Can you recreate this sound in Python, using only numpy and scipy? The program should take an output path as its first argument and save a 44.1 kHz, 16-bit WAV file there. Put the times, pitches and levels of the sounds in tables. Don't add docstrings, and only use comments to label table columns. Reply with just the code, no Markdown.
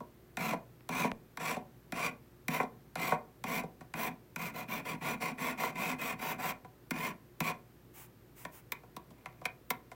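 import sys
import numpy as np
from scipy import signal
from scipy.fft import rfft, irfft, next_fast_len
from scipy.io import wavfile
from scipy.ndimage import map_coordinates

SR = 44100
rng = np.random.default_rng(int(sys.argv[2]) if len(sys.argv) > 2 else 0)


def dump_mix(stems):
    frames = np.atleast_2d(stems).T
    limited = np.clip(frames, -1, 1)
    pcm = np.round(limited * 32767).astype(np.int16)
    wavfile.write(sys.argv[1], SR, pcm)


N = 438783
TIME = np.arange(N) / SR
RESPONSE_SAMPLES = 4096
HZ = np.fft.rfftfreq(RESPONSE_SAMPLES, 1 / SR) + 1
TOP_HZ = 15900

# frequency in Hz, relative density in dB per Hz.
AIR_SPECTRUM = [(22, -29), (48, -15), (85, -10), (125, -1), (200, -8.5), (370, -9), (680, -20.5),
                (1800, -25.5), (3000, -31.5), (7000, -37), (11500, -37), (13000, -30), (16000, -33.5)]
# frequency in Hz, rms level in dB.
HUM_PARTIALS = [(58.5, -70), (120.5, -67.5), (358, -72)]
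# frequency in Hz, time to fall by 60 dB in seconds.
ROOM_DECAY = [(150, 0.42), (700, 0.32), (2000, 0.19), (5000, 0.22), (13000, 0.21)]
# frequency in Hz, width in Hz, relative level in dB.
RESONANCES = [(166.3, 31.4, 2), (237.8, 62, 1.5), (332, 16, -9), (468.3, 78, -4.5), (597, 74, -5.5),
              (668.4, 39, -3.5), (742.3, 50, 1.5), (994, 150, -2), (1104, 104, -4), (1371, 51, -8),
              (1449, 103, -6), (1807, 360, -11), (2075, 134, -3.5), (2150, 59, -8.5), (2310, 170, -6),
              (2448, 199, -4), (2764, 170, -17), (4020, 88, -22), (5830, 450, -23), (7730, 840, -26.5),
              (10130, 250, -27), (13580, 350, -16), (13500, 450, -28), (15300, 510, -35)]
# frequency in Hz, relative level in dB.
BROAD_RESPONSE = [(50, -27), (110, -74), (400, -12), (850, -13.5), (1600, -19), (2700, -24), (3300, -20.5),
                  (4800, -26.5), (7300, -28.5), (8800, -31.5), (12000, -25.5), (15000, -22)]
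BAND_EDGES_HZ = (350, 2900, 11500)
# start in seconds, impulse level in dB.
WOOD_TICKS = [(0.807, -35), (1.116, -11)]
# frequency in Hz, relative level in dB.
TICK_COLOUR = [(120, 5), (450, 2), (2600, -2.5), (3600, -13), (6000, -21), (9000, -31), (15000, -36)]
# start in seconds, length in seconds, level in dB before a common trim.
FINGER_WIPES = [(7.93, 0.15, -51.5), (8.35, 0.13, -54), (8.51, 0.11, -54.5)]
# frequency in Hz, relative density in dB per Hz.
SKIN_SPECTRUM = [(400, -17), (950, -3.5), (1500, -9.5), (2400, -5.5), (4200, -18.5), (7000, -11),
                 (11000, -10.5), (15000, -4.5)]
# start in seconds, length in seconds, level in dB.
PIN_DRAGS = [(8.86, 0.21, -76), (9.07, 0.36, -68), (9.435, 0.026, -51)]
# start in seconds, level in dB before band trims,
# relative thud in dB, relative brightness in dB, centre of the knock in Hz.
PIN_KNOCKS = [(0.003, -42, 1.5, -20, 706), (0.5315, -31.5, -2, -16, 1140), (1.043, -29.5, 3, -18, 660),
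              (1.565, -33.5, -0.5, -17, 750), (2.599, -26.5, -5.5, -30, 1370), (2.63, -36, 0.5, -12.5, 700),
              (3.12, -23, -8.5, -25, 1020), (3.635, -38.5, 1.5, -18, 600), (3.808, -49, 4.5, -8, 1670),
              (5.633, -32, -9, -15, 1600), (6.646, -48, -4, -15, 1150), (7.498, -40.5, -13, -3, 980),
              (8.833, -54, -5, -17, 980), (9.105, -57.5, 9, -1.5, 750), (9.414, -47.5, -5, -14, 1200),
              (9.915, -46.5, -13, -6.5, 1490)]
# start in seconds, level in dB before
# band trims, relative thud in dB, relative brightness in dB, centre of the knock in Hz.
METAL_TAPS = [(0.37, -37.5, -1, -17, 1700), (0.89, -39, -1, -12, 1100), (1.372, -42, -6, -13, 1100),
              (1.922, -40, 3.5, -14.5, 1110), (2.482, -35, 4.5, -8, 2060), (2.955, -37.5, -8, -20, 1070),
              (3.439, -39, 0, -17, 1130), (3.938, -41, -2, -25, 2500), (4.36, -40, -2.5, -12, 2450),
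              (6.908, -36.5, 4.5, -4.5, 1750), (7.404, -35, 4.5, -3, 2100), (8.45, -41.5, -5.5, -25, 1910),
              (8.72, -37.5, -16, -0.5, 1750), (8.965, -45, -2, -7, 1100), (9.258, -43.5, -11, -35, 2060),
              (9.454, -33, -14.5, -15, 2050), (9.704, -32.5, -8.5, -0.5, 1480)]
# start in seconds, length until the hand lets go in seconds, level in dB
# before band trims, crest as a share of the length, relative bench rumble in dB, relative sizzle in dB.
FILE_STROKES = [ (0.371, 0.18, -37, 0.42, -5, -13.5), (0.89, 0.2, -36, 0.53, -5.5, -16),
                (1.38, 0.19, -36.5, 0.58, -11.5, -15), (1.923, 0.18, -36.5, 0.7, -10.5, -17),
                (2.484, 0.15, -38.5, 0.48, -9, -12), (2.956, 0.2, -37.5, 0.56, -7, -13),
                (3.44, 0.18, -37.5, 0.7, -5.5, -9), (3.941, 0.16, -37.5, 0.65, -5.5, -7),
                (4.363, 0.15, -42, 0.61, -5.5, -8), (4.531, 0.12, -43, 0.45, -7.5, -10.5),
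                (4.674, 0.14, -40, 0.49, -5.5, -9), (4.84, 0.12, -40.5, 0.45, -4.5, -13),
                (5.001, 0.16, -38, 0.62, -5, -12), (5.197, 0.13, -37.5, 0.27, -6.5, -14),
                (5.371, 0.175, -37.5, 0.47, -6.5, -12), (5.567, 0.15, -37.5, 0.44, -9.5, -10.5),
                (5.743, 0.21, -36.5, 0.63, -6.5, -12), (5.977, 0.17, -37.5, 0.57, -9, -10),
                (6.177, 0.18, -39, 0.6, -9, -7), (6.377, 0.15, -37, 0.79, -10, -8),
                (6.921, 0.2, -39.5, 0.68, -7, -11.5), (7.405, 0.12, -37.5, 0.62, -10.5, -12), ]
# dB gained per dB of effort,
# time to fall by 60 dB in seconds as the hand lets go.
EFFORT_RESPONSE = [(0.15, 0.17), (0.65, 0.083), (0.98, 0.24), (1.36, 0.2)]


def amp(db):
    return 10 ** (np.asarray(db) / 20)


def unit(x):
    return x / np.sqrt(np.mean(x ** 2) + 1e-20)


def along(points, hz):
    point_hz, values = np.transpose(points)
    return np.interp(np.log(hz + 1), np.log(point_hz), values)


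def wobble(rate, t=TIME):
    position = (t - t[0]) * rate
    return map_coordinates(rng.standard_normal(int(position[-1]) + 4), [position])


def filtered(x, response):
    size = next_fast_len(N + RESPONSE_SAMPLES)
    return irfft(rfft(x, size) * response(np.fft.rfftfreq(size, 1 / SR)), size)[:N]


def noise(spectrum):
    return unit(filtered(rng.standard_normal(N), lambda hz: amp(along(spectrum, hz))))


def arch(t, length, crest=0.42):
    return np.sin(np.pi * np.interp(t / length, [0, np.clip(crest, .1, .9), 1], [0, .5, 1]))


def swells(table):
    return sum(amp(db) * arch(TIME - start, length) for start, length, db in table)


def workshop(air_db):
    hum = np.zeros(N)
    for hz, db in HUM_PARTIALS:
        phase = 2 * np.pi * hz * TIME + 0.97 * wobble(5)
        hum += amp(db) * np.sqrt(2) * np.sin(phase)
    return hum + amp(air_db) * noise(AIR_SPECTRUM)


def room(x, wet_db, treble_db):
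    hz, t, cells = signal.stft(rng.standard_normal(SR // 2), SR, nperseg=256)
    decay = amp(-60 * t / along(ROOM_DECAY, hz)[:, None])
    colour = amp(along([(2000, 0.017), (6000, treble_db)], hz))[:, None]
    decay *= colour / np.linalg.norm(decay, axis=1, keepdims=True)
    tail = signal.istft(cells * decay, SR, nperseg=256)[1] / np.sqrt(128)
    late_tail = np.pad(tail, (SR // 200, 0))
    return amp(wet_db) * signal.oaconvolve(x, late_tail)[:N]


def ringing(gain):
    cepstrum = irfft(np.log(np.maximum(gain / gain.max(), 1e-5)))
    half = RESPONSE_SAMPLES // 2
    cepstrum[1:half] *= 2
    cepstrum[half + 1:] = 0
    response = irfft(np.exp(rfft(cepstrum)))
    return response / np.linalg.norm(response)


def body_bands():
    peaks = sum((amp(db) / (1 + (2 * (HZ - hz) / width) ** 2)) ** 2 for hz, width, db in RESONANCES)
    gain = np.sqrt(peaks + amp(along(BROAD_RESPONSE, HZ)) ** 2)
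    below = [1 / (1 + (HZ / edge) ** 28) for edge in BAND_EDGES_HZ]
    power_shares = np.abs(np.diff(below, axis=0, prepend=0, append=1))
    return gain * np.sqrt(power_shares)


def touch_point(depth_db, spacing_hz):
    return amp(depth_db * wobble(1 / spacing_hz, HZ) * HZ / (HZ + 2000))


def through_bench(x, lag_s):
    khz = 1000
    cycles = lambda hz: lag_s * (2 * np.sqrt(khz * hz) - hz * np.sqrt(khz / TOP_HZ))
    return filtered(x, lambda hz: np.exp(-2j * np.pi * cycles(hz)))


def ticks():
    pushes = np.zeros(N)
    for start, db in WOOD_TICKS:
        pushes[round(start * SR)] = amp(db)
    return signal.oaconvolve(pushes, ringing(amp(along(TICK_COLOUR, HZ))))[:N]


def wiping(trim_db):
    return amp(trim_db) * swells(FINGER_WIPES) * noise(SKIN_SPECTRUM)


def turning(grit_db):
    bench, pin, metal, top = body_bands()
    slips = rng.standard_normal(N) * amp(grit_db * wobble(150))
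    return swells(PIN_DRAGS) * unit(signal.oaconvolve(slips, ringing(pin + metal))[:N])


def contacts(table, trims_db, hardness, ting_share, chatter_db, thud_t60, chatter_t60, ting_t60):
    out = np.zeros(N + 2 * RESPONSE_SAMPLES)
    t = np.arange(RESPONSE_SAMPLES) / SR
    bench, pin, metal, top = body_bands()
    t60s = (thud_t60, chatter_t60, ting_t60, ting_t60)
    for start, level_db, thud_db, bright_db, centre_hz in table:
        pitch = HZ / centre_hz
        focus = pitch / (pitch + .5) / (1 + (pitch / hardness) ** 4)
        colours = np.array([bench, pin * focus, metal, top]) * touch_point(depth_db=1.5, spacing_hz=299)
        bands_db = (thud_db, 0, ting_share * bright_db, bright_db)
        first = max(round(start * SR), 0)
        for colour, db, trim_db, t60 in zip(colours, bands_db, trims_db, t60s):
            force = amp(chatter_db - 60 * t / t60) * rng.standard_normal(RESPONSE_SAMPLES)
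            force[0] += 1
            blow = signal.fftconvolve(force, ringing(colour))[:RESPONSE_SAMPLES]
            gain = amp(level_db + db + trim_db) / np.linalg.norm(blow)
            out[first:first + RESPONSE_SAMPLES] += gain * blow
    return out[:N]


def teeth(t, effort, tooth_hz, end_speed, size_db):
    speed = end_speed + (1 - end_speed) * effort
    rate = tooth_hz * speed * np.exp(.12 * rng.standard_normal() + 0.01615 * wobble(296.2, t))
    passed = np.cumsum(rate) / SR
    nearest = np.round(passed)
    offset = (passed - nearest) * SR / rate
    size = amp(size_db * rng.standard_normal(len(t)))[nearest.astype(int)]
    pulses = size * np.sinc(offset) * np.exp(-(offset / 6) ** 2)
    return unit(pulses - pulses.mean())


def sliding(force, band):
    ends = []
    for _ in range(2):
        colour = band * touch_point(depth_db=4.5, spacing_hz=129.9)
        ends.append(signal.fftconvolve(force, ringing(colour))[:len(force)])
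    travel = np.linspace(0, 1, len(force))
    return unit((1 - travel) * ends[0] + travel * ends[1])


def filing(torn_share, grit_db, judder_db, trims_db):
    bite_s, drag_share = 0.013, 0.07
    out, bands = np.zeros(N), body_bands()
    for start, length, level_db, crest, rumble_db, sizzle_db in FILE_STROKES:
        on = (TIME > start) & (TIME < start + 2 * length)
        t = TIME[on] - start
        effort = drag_share + (1 - drag_share) * arch(t, length, crest)
        chips = unit(rng.standard_normal(len(t)) * amp(grit_db * wobble(1500, t)))
        pulses = teeth(t, effort, tooth_hz=1142.4, end_speed=.6, size_db=4.0)
        force = np.sqrt(torn_share) * chips + np.sqrt(1 - torn_share) * pulses
        force *= amp(judder_db * wobble(129.7, t))
        bands_db = (rumble_db, 0, 0, sizzle_db)
        for band, db, trim_db, (growth, t60) in zip(bands, bands_db, trims_db, EFFORT_RESPONSE):
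            release = amp(-60 * np.maximum(t - length, 0) / t60)
            contact = np.minimum(t / bite_s, 1) * release
            out[on] += amp(level_db + db + trim_db) * contact * effort ** growth * sliding(force, band)
    return out


def scene():
    rasp = filing(torn_share=0.81, grit_db=2.0, judder_db=1.5, trims_db=[0.2, -0.04, -9.5, 3.5])
    taps = contacts(METAL_TAPS, trims_db=[25.8, 28.73, 22.5, 28.6], hardness=1.74, ting_share=0.22,
                    chatter_db=-19, thud_t60=0.028, chatter_t60=0.029, ting_t60=0.034)
    knocks = contacts(PIN_KNOCKS, trims_db=[23.2, 26.8, 20, 12], hardness=1.25, ting_share=0.93,
                      chatter_db=-18, thud_t60=0.03, chatter_t60=0.047, ting_t60=0.078)
    bench_work = through_bench(rasp + taps + knocks + turning(grit_db=6), lag_s=0.00382)
    work = bench_work + wiping(trim_db=1.5)
    creaks = through_bench(ticks(), lag_s=.003)
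    answer = room(work, wet_db=-7.5, treble_db=-14.5)
    return (work + answer + creaks + workshop(air_db=-60))[None]


def record(dry):
    return filtered(dry[0], lambda hz: hz < TOP_HZ)[None]


dry = scene()
out = record(dry)
dump_mix(out)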